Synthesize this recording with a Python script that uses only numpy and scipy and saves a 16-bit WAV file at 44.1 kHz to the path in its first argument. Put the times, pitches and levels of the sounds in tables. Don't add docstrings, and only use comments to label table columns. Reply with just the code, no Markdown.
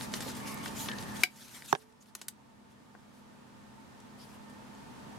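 import sys
import numpy as np
from scipy import signal
from scipy.fft import rfft, irfft, next_fast_len
from scipy.io import wavfile
from scipy.ndimage import uniform_filter1d

SR = 44100
rng = np.random.default_rng(int(sys.argv[2]) if len(sys.argv) > 2 else 0)


def master_out(mix):
    frames = np.transpose(np.atleast_2d(mix))
    ceiling = np.clip(frames, -1, 1)
    pcm = np.round(ceiling * 32767).astype(np.int16)
    wavfile.write(sys.argv[1], SR, pcm)


N = 228645
TIME = np.arange(N) / SR
HZ = np.fft.rfftfreq(N, 1 / SR)
TURNING_DB, HOLDING_DB = -55.5, -73.5


def amp(db):
    return 10 ** (np.asarray(db) / 20)


def unit_rms(x):
    return x / np.sqrt(np.mean(x ** 2) + 1e-20)


def unit_hit(x, size=220):
    return x / np.sqrt(np.sum(x ** 2) / (2 * size) + 1e-20)


def curve(points, hz):
    f, value = np.transpose(points)
    return np.interp(np.log(hz + 1), np.log(f + 1), value)


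def pan(db):
    return amp(np.array([[db], [-db]]) / 2)


def add(mix, s, sound):
    part = mix[:, round(s * SR):][:, :sound.shape[1]]
    part += sound[:, :part.shape[1]]


def stereo_noise(correlation, size):
    shared, left, right = rng.standard_normal((3, size))
    return np.sqrt(correlation) * shared + np.sqrt(1 - correlation) * np.array([left, right])


def drift(rate_hz):
    return unit_rms(irfft(rfft(rng.standard_normal(N)) * np.exp(-(HZ / rate_hz) ** 2), N))


def resonance(hz, width_hz, correlation, size):
    f = np.fft.rfftfreq(size, 1 / SR)
    spectrum = rfft(stereo_noise(correlation, size))
    return unit_rms(irfft(spectrum / (1 + ((f - hz) / width_hz) ** 2), size))


def crack(low_hz, high_hz, decay_s, correlation, size=3000):
    t = np.arange(size) / SR
    burst = stereo_noise(correlation, size) * np.exp(-t / decay_s)
    burst = signal.sosfilt(signal.butter(2, low_hz, "high", fs=SR, output="sos"), burst)
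    return unit_hit(signal.sosfilt(signal.butter(4, high_hz, fs=SR, output="sos"), burst))


def room_tone(air_db=-43.5, waver_rad=0.22):
    # f/Hz, relative level/dB
    air_colour = [(20, -27), (40, -12.5), (62, -9), (140, 1), (195, -3), (275, -0.5), (330, -6), (650, -10),
                  (1000, -9), (2000, -18), (4000, -23), (9000, -29), (12500, -35), (15500, -42.5)]
    # f/Hz, correlation/0-1
    air_image = [(40, 0.2), (120, 0), (220, 0), (500, 0), (1000, 0), (3000, 0.06), (12000, 0.15)]
    # f/Hz, width/Hz, level/dB, pan/dB, steady share/0-1
    fan_tones = [(124, 1.3, -62, 7.5, .6), (207.6, 2.5, -50, -0.5, 0.91), (242.7, 32, -51.5, -1, 0.71),
                 (893.4, 27, -54, -16, 0), (1210, 71, -64.5, -11.5, 0.04), (1805, 6.5, -62.5, -29, .4)]
    left, other = rfft(rng.standard_normal((2, N)))
    correlation = curve(air_image, HZ)
    air = np.array([left, correlation * left + np.sqrt(1 - correlation ** 2) * other])
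    out = amp(air_db) * unit_rms(irfft(air * amp(curve(air_colour, HZ)), N))
    wander = waver_rad * drift(2)
    for hz, width_hz, db, pan_db, steady in fan_tones:
        tone = np.sqrt(2 * steady) * np.sin(2 * np.pi * (hz * TIME + rng.random()) + wander)
        turbulence = np.sqrt(1 - steady) * resonance(hz, width_hz, 0.96, next_fast_len(N))[:, :N]
        out += amp(db) * unit_rms((tone + turbulence) * pan(pan_db))
    return out


def rubbing(settle_at_s=2, settle_length_s=0.37, taper_share=0.88):
    # centre t/s, length/s, level/dB
    strokes = [(0.012, 0.14, -44.5), (0.157, 0.067, -41), (0.266, 0.133, -45.5), (0.373, .05, -49.5),
               (0.494, .1, -47), (0.667, .08, -47), (0.826, 0.19, -44.5), (1.02, .06, -49),
               (1.223, 0.19, -48.5), (1.471, 0.37, -39.5), (1.574, 0.14, -38.5), (1.701, 0.18, -37),
               (1.813, 0.079, -46.5), (2.025, 0.054, -49.5), (2.083, 0.074, -51), (2.21, 0.13, -46),
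               (2.717, .04, -56), (3.178, .12, -60), (4.223, 0.1, -49.5), (4.315, 0.13, -55)]
    settled = np.clip((TIME - settle_at_s) / settle_length_s + .5, 0, 1)
    power = amp(TURNING_DB + (HOLDING_DB - TURNING_DB) * settled) ** 2
    for s, length, db in strokes:
        swell = np.clip((1 - 2 * abs(TIME - s) / length) / taper_share, 0, 1)
        power += (amp(db) * np.sin(np.pi / 2 * swell)) ** 2
    return np.sqrt(power)


def skin_slide(grain_db=3, grains_per_s=3500, grain_share=0.033, flutter_db=2.0, patch_db=3.0):
    # f/Hz, relative level/dB
    skin_colour = [(200, -16.5), (700, -4), (1500, 6), (3000, 6.5), (5000, 7), (7000, 5), (10000, 3.5),
                   (12000, 4), (13500, -1.5), (15500, -13.5)]
    grain_gains = amp(grain_db * np.minimum(rng.exponential(1, N), 5))
    grains = grain_gains * (rng.random(N) < grains_per_s / SR)
    smooth = np.sqrt(1 - grain_share) * stereo_noise(0.58, N)
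    gritty = np.sqrt(grain_share) * unit_rms(grains * stereo_noise(0.92, N))
    hz, _, spectra = signal.stft(smooth + gritty, SR, nperseg=512)
    patches = uniform_filter1d(rng.standard_normal(spectra.shape[1:]), size=5, axis=0)
    patches = unit_rms(uniform_filter1d(patches, size=6, axis=1))
    colour = amp(curve(skin_colour, hz)[:, None] + patch_db * patches)
    hiss = unit_rms(signal.istft(spectra * colour, SR, nperseg=512)[1][:, :N])
    return hiss * rubbing() * amp(flutter_db * drift(35))


def faint_ticks(still_per_s=3, still_db=-59, spread_db=2, band_hz=(2000, 8950), decay_s=.0025):
    effort_db = 20 * np.log10(rubbing()) - HOLDING_DB
    slips = rng.random(N) < (still_per_s + .5 * effort_db) / SR
    levels = still_db + 0.43 * effort_db + spread_db * rng.standard_normal(N)
    return [(s, db, *band_hz, decay_s) for s, db in zip(TIME[slips], levels[slips])]


def ticks(echo_s=.00265, echo_db=-7.5):
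    # t/s, level/dB, low cut/Hz, high cut/Hz, decay/s
    cues = [(0.0102, -40.5, 300, 6260, 0.001), (0.1387, -31.5, 200, 6300, 0.0033),
            (0.2056, -37.5, 200, 9900, 0.0043), (.543, -47.5, 9100, 14000, 0.0031),
            (.6595, -38.5, 990, 4500, 0.0022), (0.678, -46.5, 2500, 7000, 0.0029),
            (0.8863, -33.5, 497, 4470, 0.0034), (0.915, -39.5, 1400, 4120, 0.0026),
            (0.984, -41, 2500, 5400, 0.006), (1.6222, -33.5, 1960, 3740, 0.00089),
            (1.6595, -36, 2490, 11800, 0.0032), (2.151, -20.5, 402, 13000, 0.0032),
            (2.2146, -24.5, 350, 11430, 0.0056), (2.2831, -17, 2330, 13700, 0.0029),
            (2.9507, -35.5, 200, 1295, 0.0014), (4.001, -49, 3000, 8900, .004),
            (4.4966, -52, 2980, 10800, 0.0093), (4.75, -52, 2000, 6950, 0.0019)]
    # f/Hz, width/Hz, gain/dB
    joint_modes = [(1590, 210, -8), (3050, 230, -11.5), (3740, 180, -11.5), (5060, 540, -10),
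                   (6600, 340, -7), (8060, 370, -4.5), (8900, 640, -12), (12000, 210, -17)]
    out = np.zeros((2, N))
    for s, db, low_hz, high_hz, decay_s in cues + faint_ticks():
        slip = crack(low_hz, high_hz, decay_s, correlation=0.78)
        ring = sum(amp(gain_db) * signal.lfilter(*signal.iirpeak(hz, hz / width_hz, SR), slip)
                   for hz, width_hz, gain_db in joint_modes)
        tick = amp(db) * unit_hit(slip + ring) * pan(1.5)
        add(out, s, tick)
        add(out, s + echo_s, amp(echo_db) * tick)
    return out


def pats():
    # t/s, level/dB
    landings = [(0.262, -37.5), (0.283, -43)]
    out = np.zeros((2, N))
    for s, db in landings:
        add(out, s, amp(db) * crack(low_hz=250, high_hz=550, decay_s=0.004, correlation=0.86))
    return out


def rasps(width_at_1khz=40):
    # centre t/s, length/s, level/dB, f/Hz
    catches = [(0.528, 0.3, -53, 2200), (.55, 0.43, -52.5, 1105), (0.803, 0.11, -47, 6860),
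               (0.82, 0.093, -47, 11700), (0.919, 0.067, -43.5, 1780), (1.048, 0.38, -52.5, 1775),
               (1.707, 0.065, -36, 7150), (1.784, 0.029, -41.5, 8800), (2.018, 0.029, -45, 6600),
               (4.22, 0.07, -50.5, 5000), (4.228, 0.065, -57, 3250)]
    out = np.zeros((2, N))
    for s, length, db, hz in catches:
        size = round(length * SR)
        width_hz = width_at_1khz * (hz / 1000) ** 1.55
        rasp = signal.windows.tukey(size, .5) * resonance(hz, width_hz, 0.21, SR)[:, :size]
        add(out, s - length / 2, amp(db) * rasp)
    return out


def strike(hits, modes, rise_s, crack_low_hz, crack_decay_s, right_lead_rad):
    t, out = np.arange(SR // 2) / SR, np.zeros((2, N))
    lead = np.array([[0], [right_lead_rad]])
    ring = sum(pan(pan_db) * amp(db - 60 * t / t60) * np.sin(2 * np.pi * hz * t + lead)
               for hz, db, t60, pan_db in modes)
    ring = unit_hit(ring * (1 - np.exp(-t / rise_s)))
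    for s, db, crack_db, top_hz in hits:
        add(out, s, amp(db) * ring)
        add(out, s, amp(db + crack_db) * crack(crack_low_hz, top_hz, crack_decay_s, correlation=0.65))
    return out


def hinge_snap():
    # t/s, ring level/dB, crack over ring/dB, crack high cut/Hz
    hits = [(1.2351, -0.9, -9, 14430), (1.23773, -18.5, 3, 6980)]
    # f/Hz, relative level/dB, t60/s, pan/dB
    modes = [(342, -24, 0.02, -2), (737, -33, 0.095, 3.5), (1623, -15, 0.02, -0.5), (2270, 1, 0.012, 5),
             (2326, -23.5, 0.072, 3.5), (2870, -15, 0.019, -1), (3940, -12.5, 0.015, 1.5),
             (4600, -16.5, 0.017, 8), (5310, -8.5, 0.0082, 4.5), (12700, -7, 0.00534, 1)]
    return strike(hits, modes, rise_s=0.00091, crack_low_hz=2000, crack_decay_s=.0022,
                  right_lead_rad=0.23)


def camera_bump():
    # t/s, ring level/dB, crack over ring/dB, crack high cut/Hz
    hits = [(1.7272, -1, -13, 3940), (1.7281, 4, -24, 12800), (1.7506, -14, -3, 3750),
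            (1.7535, -24, -1, 2500), (1.757, -21.5, -11, 3030)]
    # f/Hz, relative level/dB, t60/s, pan/dB
    modes = [(153, -16.5, 0.062, -4), (409, -3.5, 0.054, -1), (438, -46, 0.94, -19), (610, -15, 0.034, -21),
             (796, 13, 0.0094, -13.5), (1040, -13, 0.011, -6), (1075, -15.5, 0.039, -7),
             (1630, 2, 0.011, -21.5), (3600, -16, 0.017, 5), (5900, -2, 0.0054, 14)]
    return strike(hits, modes, rise_s=0.0012, crack_low_hz=900, crack_decay_s=.0006,
                  right_lead_rad=1.17)


def room_reverb(send, near_db=-13, near_decay_s=0.012, tail_db=-22):
    # f/Hz, t60/s
    decay_times = [(200, .2), (1000, 0.082), (3000, 0.18), (8000, 0.16), (15000, .08)]
    hz, t, spectra = signal.stft(rng.standard_normal((2, SR // 3)), SR, nperseg=256)
    fade = amp(-60 * t / curve(decay_times, hz)[:, None])
    tail = signal.istft(spectra * fade, SR, nperseg=256)[1]
    near = rng.standard_normal(tail.shape) * np.exp(-np.arange(tail.shape[1]) / SR / near_decay_s)
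    response = amp(near_db) * near / np.linalg.norm(near[0])
    response += amp(tail_db) * tail / np.linalg.norm(tail[0])
    response = np.pad(response, ((0, 0), (SR // 200, 0)))
    return signal.fftconvolve(send, response, axes=1)[:, :N]


def scene():
    bed, snap, bump = room_tone(), hinge_snap(), camera_bump()
    handling = (skin_slide() + rasps()) * pan(1.1) + pats() + ticks()
    low_cut = signal.butter(2, 80, "high", fs=SR, output="sos")
    snap, bump, handling = signal.sosfilt(low_cut, [snap, bump, handling])
    send = handling + amp(0.5) * snap + amp(-10.5) * bump
    return snap + bump + handling + room_reverb(send) + bed


def record(dry, limit_db=-16.0, recovery_db_per_s=4.0, high_cut_hz=16200):
    power_db = 10 * np.log10(abs(uniform_filter1d((dry ** 2).mean(0), size=220)) + 1e-12)
    recovery = recovery_db_per_s * TIME
    held_db = np.maximum.accumulate(power_db + recovery) - recovery
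    ducked = dry / amp(np.maximum(held_db - limit_db, 0))
    high_cut = signal.firwin(255, high_cut_hz, window=("kaiser", 9), fs=SR)
    return signal.oaconvolve(ducked, high_cut[None], "same", axes=1)


dry = scene()
out = record(dry)
master_out(out)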